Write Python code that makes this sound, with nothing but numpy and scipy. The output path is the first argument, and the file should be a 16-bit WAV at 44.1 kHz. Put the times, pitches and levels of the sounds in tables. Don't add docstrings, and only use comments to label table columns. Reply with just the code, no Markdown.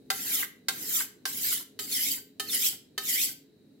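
import sys
import numpy as np
from scipy import signal
from scipy.fft import rfft, irfft, next_fast_len
from scipy.io import wavfile
from scipy.ndimage import uniform_filter1d, map_coordinates

SR = 44100
rng = np.random.default_rng(int(sys.argv[2]) if len(sys.argv) > 2 else 0)


def to_wav(sig):
    pcm = np.clip(np.atleast_2d(sig), -1, 1) * 32767
    pcm = np.round(pcm).astype(np.int16)
    wavfile.write(sys.argv[1], SR, pcm.T)


def convert_level_to_amplitude(level_db):
    exponent = np.asarray(level_db, float) / 20
    return 10 ** exponent


N = 167580
T = np.arange(N) / SR

# t/s, level/dB
STROKES = [
    [(.105, -39), (.17, -41), (.345, -28.5), (.42, -33.5), (.45, -37.5)],
    [(.69, -48.5), (.83, -40.5), (.96, -27.5), (1.01, -31.5), (1.06, -47.5)],
    [(1.26, -36.5), (1.32, -41.5), (1.53, -27.5), (1.63, -46.5)],
    [(1.795, -38), (1.878, -44), (1.93, -31.5), (1.995, -30.5), (2.12, -31.5), (2.2, -50)],
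    [(2.4, -42.5), (2.465, -47.5), (2.53, -29.5), (2.6, -32), (2.67, -26), (2.76, -53.5)],
    [(2.985, -48.5), (3.03, -43), (3.1, -29), (3.24, -27.5), (3.33, -49.5)],
]
# t/s, relative level/dB, contact (0 near the tip, 1 mid blade)
LANDINGS = [(.102, -14.5, 0), (.684, -13.5, 0), (1.254, -19, 0), (1.79, -23, 1), (2.397, -18.5, 1),
            (2.978, -17.5, 1)]
# f/Hz, relative level near the tip/dB, mid blade/dB
BLADE = [(404.4, -31, -16), (780, -11.5, -19), (1068, -13.5, -55.5), (1269, -33.5, -9.5),
         (1380, -6.5, -26.5), (1583, -6, -29), (1794, -28.5, -4), (2039, -2, -22.5), (3081, -28.5, -3),
         (3766, 3, -2.5), (4190, 2, -3), (4600, 4.5, -3.5), (5040, -3, -14), (6085, -14.5, -19)]

BODY_WIDTH_HZ = 320
CONTACT_S = 0.00066
DETUNE = [0.016, 0.003]
CHIRP_S, CHIRP_SAG = 0.011, 0.05


def unit(x):
    return x / np.sqrt(np.mean(x ** 2) + 1e-20)


def along(points, hz):
    f, v = np.transpose(points)
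    return np.interp(np.log(hz + 1), np.log(f + 1), v)


def wobble(knots_per_s):
    knots = rng.standard_normal(int(N * knots_per_s / SR) + 4)
    return map_coordinates(knots, [T * knots_per_s])


def filtered(x, response):
    m = next_fast_len(N + SR // 2)
    return irfft(rfft(x, m) * response(np.fft.rfftfreq(m, 1 / SR)), m)[..., :N]


def rings(rows):
    def response(f):
        return sum((-1) ** k * convert_level_to_amplitude(db) * 1j * f * width / (c * c - f * f + 1j * f * width)
                   for k, (c, width, db) in enumerate(rows))
    return response


def spread(x, other):
    # f/Hz, amplitude ratio
    unlike = [(200, 0.19), (5000, 1)]
    side = filtered(other, lambda hz: np.clip(along(unlike, hz), 0, 1))
    return np.array([x + side, x - side])


def add(x, s, sound):
    part = x[:, round(s * SR):][:, :sound.shape[-1]]
    part += sound[..., :part.shape[1]]


def scrape():
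    # f/Hz, relative level/dB
    hiss_slope = [(3000, -40.5), (5000, -8.5), (9000, -9.5), (12300, -0.5), (16000, -6.5)]
    # f/Hz, width/Hz, level against the slope/dB
    hiss_rings = [(7460, 330, 3)]
    # blade body over hiss/dB, low modes over hiss at the stroke's top/dB
    grip = [(-14.5, -24), (-16, -26.5), (-12, -31), (-13.5, -29.5), (-14, -29.5), (-12.5, -34)]
    slide_db = [-16, -10]
    low_follows = 0.31

    low = [(hz, BODY_WIDTH_HZ / 2, max(tip, mid)) for hz, tip, mid in BLADE[1:8]]
    high = [(hz, BODY_WIDTH_HZ, mid / 2) for hz, tip, mid in BLADE[7:]]
    hiss = filtered(grit(), lambda f: convert_level_to_amplitude(along(hiss_slope, f)) * (1 + np.abs(rings(hiss_rings)(f))))
    layers = [hiss, filtered(grit(), rings(high)), filtered(grit(), rings(low)), grit(sliding)]

    gains = np.zeros((4, N))
    for rows, (body_db, low_db), (*_, place) in zip(STROKES, grip, LANDINGS):
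        db = stroke_db(rows)
        top = np.max(np.array(rows)[:, 1])
        low_db = low_db - (1 - low_follows) * np.maximum(db - top, -20)
        gains += convert_level_to_amplitude(np.array([db, db + body_db, db + low_db, db + slide_db[place]]))
    mix = sum(g * spread(*unit(x)) for g, x in zip(gains, layers))
    flutter = convert_level_to_amplitude(0.77 * wobble(40))
    return flutter * mix + spread(catches(gains[0]), catches(gains[0]))


def stroke_db(rows):
    s, db = np.transpose(rows)
    return np.interp(T, [s[0] - .004, *s, s[-1] + .03], [-99, *db, -99], -300, -300)


def grit(shape=lambda hz, s: 1):
    grains_per_s, patchy_db = 9000, 4.5
    hits = rng.random((2, N)) < grains_per_s / SR
    hz, s, z = signal.stft(hits * rng.standard_normal((2, N)), SR, nperseg=256)
    field = uniform_filter1d(rng.standard_normal(z.shape[1:]), size=2, axis=0)
    field = uniform_filter1d(field, size=9, axis=1)
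    z = z * convert_level_to_amplitude(patchy_db * unit(field)) * shape(hz[:, None] + 1, s)
    return signal.istft(z, nperseg=256)[1][:, :N]


def sliding(hz, t):
    ratios = [.66, 1, 1.65]
    from_hz, to_hz, width_octaves = 4700, [1520, 2960], 0.084
    centre = np.full(len(t), float(from_hz))
    for rows, (*_, place) in zip(STROKES, LANDINGS):
        s = np.transpose(rows)[0]
        if place:
            travel = np.sin(np.pi * np.clip((t - s[1]) / (s[-2] - s[1]), 0, 1))
        else:
            travel = np.clip((t - s[0]) / (s[-1] - s[0]), 0, 1) * (t < s[-1])
        centre = centre * (to_hz[place] / from_hz) ** travel
    ridges = sum(np.exp(-(np.log2(hz / centre / k) / width_octaves) ** 2) for k in ratios)
    return ridges / np.sqrt(centre)


def catches(level):
    per_s, catch_db, centre_hz = 380, -19.5, 3870
    draw = rng.random((int(per_s * N / SR), 4))
    u = np.linspace(-1, 1, round(2 * CHIRP_S * SR))
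    hz = centre_hz * 2 ** (2 * draw[:, 1:2] - 1)
    envelope = np.exp(-(3 * u / (.5 + draw[:, 2:3])) ** 2)
    tone = envelope * np.sin(2 * np.pi * hz * np.cumsum(1 - CHIRP_SAG * u) / SR)
    at = (draw[:, :1] * N).astype(int) + np.arange(len(u))
    size = np.log(draw[:, 3:])
    return convert_level_to_amplitude(catch_db) * level * np.bincount(at.ravel(), (size * tone).ravel(), N)[:N]


def struck(modes, t, detune):
    out = 0
    for hz, db, t60 in modes:
        phase = 2 * np.pi * rng.random() + 0.8 * rng.standard_normal((2, 1))
        decay = convert_level_to_amplitude(db + rng.normal() - 60 * t / t60)
        out = out + decay * np.sin(2 * np.pi * hz * rng.normal(1, detune) * t + phase)
    return out


def landings():
    t60_1khz_s, t60_slope = [0.079, .13], [-1.19, -.25]
    chatter_t60_s, chatter_db = [0.072, 0.0197], [-6.5, -24]
    crack_db, crack_t60_s, crack_hz, clink_db = [5.5, 3.5], 0.059, 3550, -11

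    x, t = np.zeros((2, N)), np.arange(SR // 2) / SR
    rise = 1 - np.exp(-t / CONTACT_S)
    for s, db, place in LANDINGS:
        modes = [(hz, (tip, mid)[place], t60_1khz_s[place] * (hz / 1000) ** t60_slope[place])
                 for hz, tip, mid in BLADE]
        ring = struck(modes, t, DETUNE[place])
        chatter = convert_level_to_amplitude(chatter_db[place] - 60 * t / chatter_t60_s[place]) * rng.standard_normal(len(t))
        again = signal.fftconvolve(ring * rise, chatter[None], axes=1)[:, :len(t)]
        ring = ring + again / np.sqrt(SR / 1000)
        noise = spread(*rng.standard_normal((2, N)))
        crack = unit(filtered(noise, rings([(crack_hz, 2 * crack_hz, 0)])))[:, :len(t)]
        crack = crack * convert_level_to_amplitude(-60 * t / crack_t60_s)
        add(x, s, convert_level_to_amplitude(db + clink_db) * rise * (ring + convert_level_to_amplitude(crack_db[place]) * crack))
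    return x


def chirps():
    # t/s, f/Hz, level/dB
    caught = [(1.927, 4350, -30), (2.116, 4700, -31), (2.492, 4200, -32), (2.502, 3600, -32),
              (2.668, 5150, -26)]
    x = np.zeros((2, N))
    for s, hz, db in caught:
        u = (T - s) / CHIRP_S
        phase = 2 * np.pi * hz * np.cumsum(1 - CHIRP_SAG * np.clip(u, -2, 2)) / SR
        x += convert_level_to_amplitude(db + 2.2 * wobble(400)) * np.exp(-4 * u ** 2) * np.sin(phase)
    return x


def lift_offs():
    # t/s, rasp level/dB, free ring level/dB
    lifts = [(0.431, -38, -82), (1.012, -39.5, -64), (1.61, -63, -61), (2.18, -53, -43.5),
             (3.291, -55, -40)]
    # f/Hz, relative level/dB, t60/s
    free_modes = [(1545, -14, .25), (12020, 0, .2), (14300, -4, .25)]
    # f/Hz, relative level/dB
    rasp_modes = [(880, -7), (1220, -7), (1550, -1.5), (2040, 2)]
    rasp_s = 0.0073

    x, t = np.zeros((2, N)), np.arange(SR // 2) / SR
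    rise = 1 - np.exp(-t / CONTACT_S)
    rasp = unit(filtered(grit(), rings([(hz, BODY_WIDTH_HZ / 2, db) for hz, db in rasp_modes])))
    for s, rasp_db, db in lifts:
        x += convert_level_to_amplitude(rasp_db) * np.exp(-((T - s) / rasp_s) ** 2) * spread(*rasp)
        add(x, s, convert_level_to_amplitude(db) * rise * struck(free_modes, t, DETUNE[1]))
    return x


def kitchen(x):
    # f/Hz, t60/s
    decay = [(3000, 0.36), (15000, 0.23)]
    hz, t, z = signal.stft(rng.standard_normal((2, SR // 2)), SR, nperseg=256)
    tail = signal.istft(z * convert_level_to_amplitude(-60 * t / along(decay, hz)[:, None]), SR, nperseg=256)[1]
    tail = tail / np.linalg.norm(tail[0])
    return signal.fftconvolve(np.pad(x, (120, 0))[None], tail, axes=1)[:, :N]


def background():
    # f/Hz, relative level/dB
    drone_slope = [(25, -41.5), (100, -13), (250, -6), (480, -17), (1200, -44.5)]
    # f/Hz, width/Hz, level against the slope/dB
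    hums = [(275.6, 2.2, 10.5), (423.3, 2.2, 15.5)]
    # f/Hz, relative level/dB
    air_slope = [(600, -24.5), (1700, -9.5), (3600, -17), (3830, 0), (4500, -11.5), (6000, -25),
                 (16000, -37.5)]
    drone_db, press_db, fade_db, air_db = -59, 6, -1.5, -77.5

    pressing = uniform_filter1d(sum(1. * (stroke_db(rows) > -60) for rows in STROKES), size=5000)
    fade = np.clip(T - 1.55, 0, 1)
    db = drone_db + press_db * pressing + fade_db * fade + wobble(6.7)
    drone = unit(filtered(rng.standard_normal((2, N)),
                          lambda f: convert_level_to_amplitude(along(drone_slope, f)) * (1 + np.abs(rings(hums)(f)))))
    air = unit(filtered(rng.standard_normal((2, N)), lambda f: convert_level_to_amplitude(along(air_slope, f))))
    return convert_level_to_amplitude(db) * spread(*drone) + convert_level_to_amplitude(air_db) * spread(*air)


def scene():
    # f/Hz, left over right/dB
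    port_tilt = [(500, 13), (1200, -7), (5000, 0)]
    port_lag_s, room_db = -0.000026, -6
    knife = scrape() + landings() + chirps() + lift_offs()
    side = np.array([[.5], [-.5]])
    ports = filtered(knife, lambda f: convert_level_to_amplitude(side * along(port_tilt, f))
                     * np.exp(-2j * np.pi * f * side * port_lag_s))
    return ports + convert_level_to_amplitude(room_db) * kitchen(knife.mean(0)) + background()


def band_limit(x):
    return signal.sosfilt(signal.butter(12, 16970, fs=SR, output="sos"), x)


def record(dry):
    mix = filtered(dry, lambda hz: convert_level_to_amplitude(-32) + 1 / (1 + (hz / 15900) ** 400))
    return band_limit(mix)


dry = scene()
out = record(dry)
to_wav(out)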